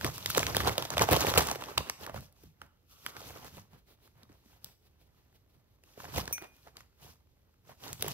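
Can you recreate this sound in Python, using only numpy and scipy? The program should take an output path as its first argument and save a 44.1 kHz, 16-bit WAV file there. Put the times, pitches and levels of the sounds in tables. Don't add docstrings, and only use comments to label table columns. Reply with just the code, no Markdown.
import sys
import numpy as np
from scipy import signal
from scipy.fft import rfft, irfft, next_fast_len
from scipy.io import wavfile
from scipy.ndimage import uniform_filter1d, map_coordinates

SR = 44100
rng = np.random.default_rng(int(sys.argv[2]) if len(sys.argv) > 2 else 0)


def to_wav(s):
    ch = np.atleast_2d(s).T
    pcm = np.round(np.clip(ch, -1, 1) * 32767)
    wavfile.write(sys.argv[1], SR, pcm.astype(np.int16))


N = 358577


def amp(db):
    return 10 ** (np.asarray(db) / 20)


def unit(x):
    return x / np.sqrt(np.mean(x ** 2) + 1e-20)


def peak_one(x):
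    return x / np.abs(x).max()


def along(points, hz):
    f, value = np.transpose(points)
    return np.interp(np.log(hz + 1), np.log(f + 1), value)


def filtered(x, response):
    size = next_fast_len(N + SR // 4)
    hz = np.fft.rfftfreq(size, 1 / SR)
    return irfft(rfft(x, size) * response(hz), size)[..., :N]


def wobble(rate):
    knots = rng.standard_normal(int(N * rate / SR) + 4)
    return map_coordinates(knots, [np.arange(N) * rate / SR])


# f/Hz, shared part [0 to 1]
SHARED_PART = [(50, 0.88), (300, 0.79), (1500, 0.5), (5000, 0.45), (10000, 0.76), (13000, 1)]


def paired(pair, spectrum):
    def turn(hz):
        return np.arccos(np.clip(along(SHARED_PART, hz), 0, 1)) / 2

    def response(hz):
        return amp(along(spectrum, hz)) * [np.cos(turn(hz)), np.sin(turn(hz))]

    mid, side = filtered(pair, response)
    return np.array([mid + side, mid - side])


def rush(spectrum):
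    return unit(paired(rng.standard_normal((2, N)), spectrum))


# f/Hz, relative level/dB per Hz
AIR_COLOUR = [(20, -25), (35, -3), (85, -2), (160, -17), (400, -18.5), (1200, -36.5), (4000, -37.5),
              (9000, -52), (13000, -40.5), (16000, -45.5)]
AIR_DB = -65.5


def air():
    return amp(AIR_DB) * rush(AIR_COLOUR)


# f/Hz, time to fall by 60 dB [s]
ROOM_DECAY = [(150, 0.62), (1500, 0.53), (6000, 0.53), (15000, 0.45)]


def room(x):
    hz, t, z = signal.stft(rng.standard_normal((2, SR // 2)), SR, nperseg=256)
    fade = amp(-60 * t / along(ROOM_DECAY, hz)[:, None])
    tail = signal.istft(z * fade, SR, nperseg=256)[1]
    tail = tail / np.linalg.norm(tail[0])
    late = np.pad(x.mean(axis=0), (180, 0))
    wet = signal.fftconvolve(late[None], tail, axes=1)
    return paired(wet[:, :N], [(100, -3), (15000, -2.0)])


# t/s, level/dB before a fixed trim
MUG_TAPS = [(6.3268, -16.5)]
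# f/Hz, level/dB, time to fall by 60 dB [s]
CHINA_TONES = [(2261, -20, .3), (2449, -18, .52), (4800, -24, .06), (5938, -4, .18), (7300, -24, .08),
               (8877, -10, .13), (9039, -13, .14), (10210, -14, .16), (12020, -19, .12), (14630, -9, .13),
               (14860, -1, .06)]


def mug():
    out = np.zeros(N + SR)
    t = np.arange(SR // 2) / SR
    for s, db in MUG_TAPS:
        ring = np.zeros(len(t))
        for hz, level, t60 in CHINA_TONES:
            ring += amp(level - 60 * t / t60) * np.sin(2 * np.pi * (hz * t + rng.random()))
        tap = 0.37 * amp(-60 * t / 0.049) * np.diff(rng.standard_normal(len(t) + 1))
        out[round(s * SR):][:len(t)] += amp(db - 9) * (ring + tap)
    return out[:N] * np.ones((2, 1))


# f/Hz, relative level/dB per Hz
BRUSH_COLOUR = [(150, 1), (400, 9.5), (1500, -3), (4000, 0.5), (8000, -11), (13000, -6), (16000, -8.5)]
STROKE_COUNT = 14
FIRST_STROKE_S, STROKE_GAP_S, GAP_GROWS_S = 3.755, .152, .0018
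STROKE_DB, STROKE_FADE_DB, STROKE_SCATTER_DB = -64.5, .75, 1.5


def strokes():
    t = np.arange(N) / SR
    swell = np.zeros(N)
    for k in range(STROKE_COUNT):
        middle = FIRST_STROKE_S + STROKE_GAP_S * k + GAP_GROWS_S * k * k / 2
        db = STROKE_DB - STROKE_FADE_DB * k + STROKE_SCATTER_DB * rng.standard_normal()
        swell += amp(db) * np.cos(np.pi * np.clip((t - middle) * 8, -.5, .5))
    return swell * amp(4.2 * wobble(56)) * rush(BRUSH_COLOUR)


# t/s, level/dB
SCRAPE_LEVEL = [(2.841, -99), (2.92, -67.5), (3.04, -73), (3.09, -59), (3.2, -53.5), (3.3, -99)]


def scrape():
    s, db = np.transpose(SCRAPE_LEVEL)
    level = amp(np.interp(np.arange(N) / SR, s, db))
    return level * rush([(900, -26.5), (1150, 1.0), (1450, -2.5), (1800, -30.5)])


# t/s at full strength, hold [s], rustle level/dB, hiss level/dB, heave level/dB
CAT_PUSHES = [(0.047, 0.013, -38, -38.5, -32), (0.149, 0.096, -50, -47, -50),
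              (0.293, 0.026, -43.5, -37.5, -46), (0.373, 0.031, -32, -34.5, -36),
              (0.449, 0.068, -43.5, -43.5, -39), (0.555, 0.053, -32.5, -37.5, -37.5),
              (0.655, 0.051, -32.5, -39.5, -34.5), (0.796, 0.041, -37.5, -43, -44),
              (0.93, 0.018, -39.5, -44.5, -41), (1.007, 0.025, -27.5, -34.5, -33.5),
              (1.125, 0.013, -22.5, -31.5, -23.5), (1.212, 0.011, -29, -32, -34),
              (1.271, 0.022, -28, -34, -32), (1.378, .02, -23.5, -32, -26.5),
              (1.495, 0.018, -34.5, -38.5, -42), (1.592, 0.12, -44, -51, -52),
              (1.792, 0.012, -41.5, -48, -45.5), (1.875, 0.037, -50.5, -55, -58),
              (2.026, 0.014, -47, -50.5, -49), (2.089, 0.0084, -49.5, -66.5, -54),
              (2.164, 0.011, -49.5, -53, -39), (2.227, 0.014, -70, -59.5, -56),
              (2.381, 0.048, -71, -67, -74), (2.457, 0.018, -71, -72, -54),
              (2.626, 0.011, -59.5, -69.5, -59), (2.914, 0.15, -70, -61.5, -69),
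              (3.079, 0.012, -50, -50, -55.5), (3.172, 0.3, -52.5, -53.5, -54.5),
              (3.54, 0.057, -56.5, -57.5, -50), (3.738, 0.0082, -61.5, -80, -53.5),
              (4.005, 0.083, -81, -78.5, -63.5), (4.173, 0.054, -67, -78.5, -59),
              (4.307, 0.033, -67.5, -73, -57.5), (4.458, 0.096, -70.5, -69, -69),
              (4.657, .01, -60, -59.5, -56), (5.1, 0.25, -77.5, -82, -73), (5.58, 0.018, -76.5, -88, -62),
              (5.865, 0.075, -72.5, -67.5, -73), (5.999, 0.13, -52.5, -54, -54),
              (6.18, 0.0054, -34.5, -36.5, -32), (6.271, 0.053, -53, -57, -53),
              (6.426, 0.013, -51, -59, -75), (6.55, 0.11, -73, -68, -81),
              (6.67, 0.012, -59.5, -64.5, -59.5), (6.784, 0.022, -61.5, -62.5, -57),
              (7.026, 0.079, -61, -57, -58), (7.699, 0.0052, -55.5, -59, -54),
              (7.847, 0.06, -46.5, -48, -56), (7.92, 0.0083, -65, -52, -45),
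              (8.022, 0.091, -44, -47, -41.5)]
# rustle level/dB, hiss level/dB, heave level/dB
REST_LEVELS = (-79.5, -82, -72)
RISE_DB_PER_S, FALL_DB_PER_S = (318.5, 300, 260), (240, 219, 200.5)
BEND_S = 0.2


def motion():
    t = np.arange(0, N / SR, .004)
    power = amp(REST_LEVELS)[:, None] ** 2
    for s, hold_s, *dbs in CAT_PUSHES:
        before = np.maximum(s - t, 0)
        after = np.maximum(t - s - abs(hold_s), 0)
        rise_loss = np.outer(RISE_DB_PER_S, before * (1 + before / BEND_S))
        fall_loss = np.outer(FALL_DB_PER_S, after * (1 + after / BEND_S))
        power = power + amp(np.c_[dbs] - (rise_loss + fall_loss)) ** 2
    return [np.interp(np.arange(N) / SR, t, 10 * np.log10(p)) for p in power]


def grains(per_second, hz, cycles, spread_db):
    draw = rng.random((int(per_second * N / SR), 4))
    t = np.arange(200) / SR
    pitch = hz * np.exp(1.24 * (draw[:, 1:2] - .5))
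    size = amp(-spread_db * np.log(draw[:, 2:3] + 0.0045)) * np.sqrt(pitch)
    fade = np.exp(-t * pitch / cycles)
    ripple = size * fade * np.sin(2 * np.pi * (pitch * t + draw[:, 3:]))
    at = (draw[:, :1] * N).astype(int) + np.arange(len(t))
    return unit(np.bincount(at.ravel(), ripple.ravel(), minlength=N)[:N])


def crackling(spectrum, crackle, share):
    share = np.clip(share, 0, 1)
    two_crackles = np.array([crackle, np.roll(crackle, N // 2)])
    grit = unit(paired(two_crackles, spectrum))
    return np.sqrt(1 - share) * rush(spectrum) + np.sqrt(share) * grit


# f/Hz, relative level/dB per Hz
RUSTLE_COLOUR = [(120, -30.5), (250, 1.5), (500, -3), (1000, -3), (2000, -7.5), (3500, -18.5),
                 (8000, -46.5)]
HISS_COLOUR = [(1200, -27.5), (2500, -1.5), (4000, -1), (6000, 0), (8000, -7), (10500, -5), (13000, -1),
               (16000, -10)]
HEAVE_COLOUR = [(20, -33.5), (45, -10), (80, 1.5), (130, 0.5), (220, -9.5), (500, -45.5)]


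def rustle():
    rustle_db, hiss_db, heave_db = motion()
    force = np.clip((rustle_db + 63.5) / 28, 0, 1)
    clumps = force * wobble(70)
    body_grains = grains(300, hz=761, cycles=3.0, spread_db=4.0)
    fine_grains = grains(500, hz=4480, cycles=2.3, spread_db=2.5)
    body = crackling(RUSTLE_COLOUR, body_grains, share=0.3 + 0.35 * force)
    fine = crackling(HISS_COLOUR, fine_grains, share=0.32 + 0.29 * force)
    body = amp(rustle_db + 2 * clumps + 2 * wobble(25)) * body
    fine = amp(hiss_db + 3 * clumps + 1.5 * wobble(25)) * fine
    heave = amp(heave_db + 1.8 * wobble(14)) * rush(HEAVE_COLOUR)
    return body + fine + heave


LESSER_PER_S = 28
LESSER_DB, LESSER_SPREAD_DB, LESSER_TOP_DB = 8, 9.5, -22.5


def lesser():
    draw = rng.random((int(LESSER_PER_S * N / SR), 6))
    rustle_db = motion()[0][(draw[:, 0] * N).astype(int)]
    db = rustle_db + LESSER_DB + LESSER_SPREAD_DB * (draw[:, 1] - .5)
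    db = np.minimum(db, LESSER_TOP_DB)
    facet_hz = 1700 * 3.5 ** draw[:, 2] ** 2
    edge_db = -16 + 16 * draw[:, 3]
    panel_hz = 400 * 3.2 ** draw[:, 4]
    knock_db = -8 + 11 * draw[:, 5]
    return [*np.c_[draw[:, 0] * N / SR, db, facet_hz, edge_db, panel_hz, knock_db]]


# t/s, level/dB, facet f/Hz, edge level/dB relative to the second column,
# panel f/Hz that the knock glides around, knock level/dB relative to the second column
CLEAR_SNAPS = [(0.0112, -27, 1690, -13, 1130, -5), (0.0455, -15.5, 1740, -1, 375, -8),
               (0.0647, -23, 5300, -6.5, 1270, -5.5), (0.18, -29.5, 6930, 2, 860, -7),
               (0.2596, -14.5, 3570, -5.5, 396, -27.5), (0.3017, -20.5, 1580, 3.5, 1210, -10),
               (0.3484, -19, 2520, -16.5, 1250, -14), (0.3651, -22.5, 3290, -13.5, 570, -12),
               (0.374, -16.5, 7340, -1.5, 412, 2.5), (0.3793, -11.5, 6300, -7, 1050, -4),
               (0.393, -16, 3490, -11.5, 560, -25), (0.4298, -17, 2360, -12, 1350, -7),
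               (0.4666, -17, 3930, -27, 1210, -15), (0.5474, -28, 1900, -9.5, 1060, 6.5),
               (0.5671, -13, 4090, -2.5, 715, -4.5), (0.58, -24, 2700, -11, 684, -15),
               (0.6736, -16, 3620, -8.5, 630, -1), (0.6943, -20.5, 2130, -7.5, 375, -7),
               (0.7799, -14, 3250, -6.5, 617, -5), (0.8237, -22, 3630, -12.5, 960, -5),
               (0.8514, -23.5, 3700, -3.5, 780, -7.5), (0.9033, -21.5, 5900, -11, 700, -8.5),
               (0.9701, -23.5, 2500, -12, 740, 4), (0.98, -12, 3160, -7.5, 716, -8.5),
               (0.9938, -18, 2410, -8.5, 1130, -4), (1.021, -17.5, 7550, -6.5, 576, -10),
               (1.0876, -23.5, 2480, -10.5, 670, 9.5), (1.1128, -25, 2020, 7, 564, 1),
               (1.1246, -20.5, 2250, 7, 550, 6), (1.1177, -18, 2080, 0, 338, 1),
               (1.131, -14.5, 2470, 6, 582, -1), (1.1642, -16.5, 3568, -3, 705, -3),
               (1.2067, -15.5, 6220, -5.5, 724, -12), (1.268, -16.5, 1910, -3.5, 1430, -7),
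               (1.301, -20.5, 3830, -2.5, 1430, -8), (1.3387, -15, 1740, -16, 580, -11),
               (1.3756, -7.5, 3130, -4.5, 566, -6.5), (1.38, -9.5, 7800, 0, 710, -10),
               (1.471, -21.5, 7300, -2, 660, -17), (1.4991, -23.5, 3760, -9, 670, -5),
               (1.5131, -19.5, 6200, -5, 720, -4), (1.5569, -27, 2560, -14, 444, -2),
               (1.6379, -28.5, 3470, -15.5, 890, -9), (1.7761, -21.5, 2020, -1, 1003, 3),
               (1.779, -8.5, 3080, -7, 744, -15), (1.8972, -18.5, 6000, -9.5, 1200, -4),
               (2.0646, -29.5, 1830, -1.5, 816, -9), (2.0954, -36.5, 1930, -18, 684, 5.5),
               (2.143, -37, 2580, -8, 593, 8), (2.1623, -37.5, 2630, -14, 643, 2.5),
               (2.2072, -48.5, 5230, 9.5, 562, -1.5), (2.3252, -62, 4420, 13.5, 320, -9.5),
               (2.436, -56, 6070, 9.5, 370, 10), (2.6161, -37, 3270, -25, 975, 2),
               (3.063, -25, 2656, -4, 1263, -0.5), (3.1665, -31.5, 2020, -16, 1150, -16),
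               (3.4458, -42, 7190, 2, 580, -16), (4.0757, -55.5, 1673, 3, 950, -4.5),
               (4.232, -45, 4630, -9.5, 264, -5), (4.4597, -58.5, 1970, -3.5, 281, 7.5),
               (4.2967, -58.5, 1990, -9.5, 321, 11), (4.6443, -33, 4450, 9, 1027, -33),
               (5.8371, -47.5, 2543, -1.5, 454, -9.5), (5.9757, -56.5, 1990, -9, 516, 18.5),
               (6.0023, -46.5, 2050, -19, 1084, 11.5), (6.0421, -48, 2000, -7.5, 820, 13.5),
               (6.1607, -27.5, 3230, -6, 950, -15), (6.1807, -25, 2050, 4, 500, 2),
               (6.2553, -33.5, 4740, -13.5, 650, -12), (6.2775, -26, 4930, -21, 1210, -2),
               (6.309, -51, 2000, -10, 680, 16), (6.3803, -31.5, 2650, -22, 1270, -1),
               (6.4226, -38, 1890, 0, 500, -1), (6.444, -44, 2490, -14, 1330, -3),
               (6.5654, -57, 2270, 5, 282, -7), (6.673, -51.5, 2440, -14.5, 760, 8),
               (6.7686, -34, 4160, -11.5, 1340, -14), (6.8064, -42, 1940, -26, 1310, -6.5),
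               (7.6929, -54.5, 1982, 3.5, 615, 11.5), (7.8801, -34, 4700, -5, 464, -19),
               (7.9298, -24.5, 7200, -6, 1090, -36), (8.0092, -32, 4480, -5, 313, -11.5),
               (8.024, -17.5, 3670, 5.5, 485, -15), (8.0439, -34, 2560, -15, 487, 5),
               (8.0816, -25.5, 6340, 4.5, 650, -22)]


def snaps():
    out = np.zeros((2, N + SR))
    t = np.arange(SR // 25) / SR
    edge_band = signal.butter(2, 7000, "high", fs=SR, output="sos")
    for s, db, hz, edge_db, panel_hz, knock_db in CLEAR_SNAPS + lesser():
        body, shared, left, right, sharp, uneven = rng.standard_normal(size=(6, len(t)))
        rise = 1 - np.exp(-t / 0.00025)
        burst = rise * amp(-60 * t / .01)
        facet_band = signal.butter(1, [hz / 1.26, hz * 1.15], "band", fs=SR, output="sos")
        facet = peak_one(signal.sosfilt(facet_band, burst * body))
        dull = uniform_filter1d(0.14 * shared + 1.7 * np.array([left, right]), size=3)
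        crack = facet + .45 * burst * dull
        edge = peak_one(signal.sosfilt(edge_band, rise * amp(-60 * t / 0.0066) * sharp))
        glide = .8 + 0.71 * np.exp(-t / .002) + 1.5 * uneven
        phase = 2 * np.pi * panel_hz * np.cumsum(glide) / SR
        knock_shape = (1 - np.exp(-t / 0.0011)) * amp(-60 * t * panel_hz / 14)
        knock = peak_one(knock_shape * np.sin(phase))
        snap = crack + amp(edge_db) * edge + amp(knock_db) * knock
        out[:, round(s * SR):][:, :len(t)] += amp(db) * snap
    return out[:, :N]


def scene():
    hits = snaps()
    slide = rustle() + strokes() + scrape()
    clink = mug()
    into_room = amp(-12.5) * hits + amp(-14.5) * slide + amp(-19) * clink
    return hits + slide + clink + room(into_room) + air()


# f/Hz, phase by which the left leads [radians], left minus right level/dB
LEFT_RIGHT = [(50, -.2, -2), (200, -.45, -1), (550, -1.1, -2.8), (1400, -1.3, -3.3), (2800, -1.75, -1.8),
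              (5000, -2.5, .4), (7000, -2.5, .7), (10000, -1.7, .5), (13000, -.35, .1)]
# f/Hz, level/dB
OVERALL_TONE = [(20, -18), (60, -2), (100, -4), (15700, -0.5), (15900, -24), (16700, -23)]
TOP_HZ = 16800


def record(dry):
    f, lead, level_db = np.transpose(LEFT_RIGHT)
    half = np.array([[.5], [-.5]])

    def response(hz):
        phase_shift = np.exp(1j * half * along(np.c_[f, lead], hz))
        balance = amp(half * along(np.c_[f, level_db], hz))
        return phase_shift * balance * amp(along(OVERALL_TONE, hz)) * (hz < TOP_HZ)

    return filtered(dry, response)


dry = scene()
out = record(dry)
to_wav(out)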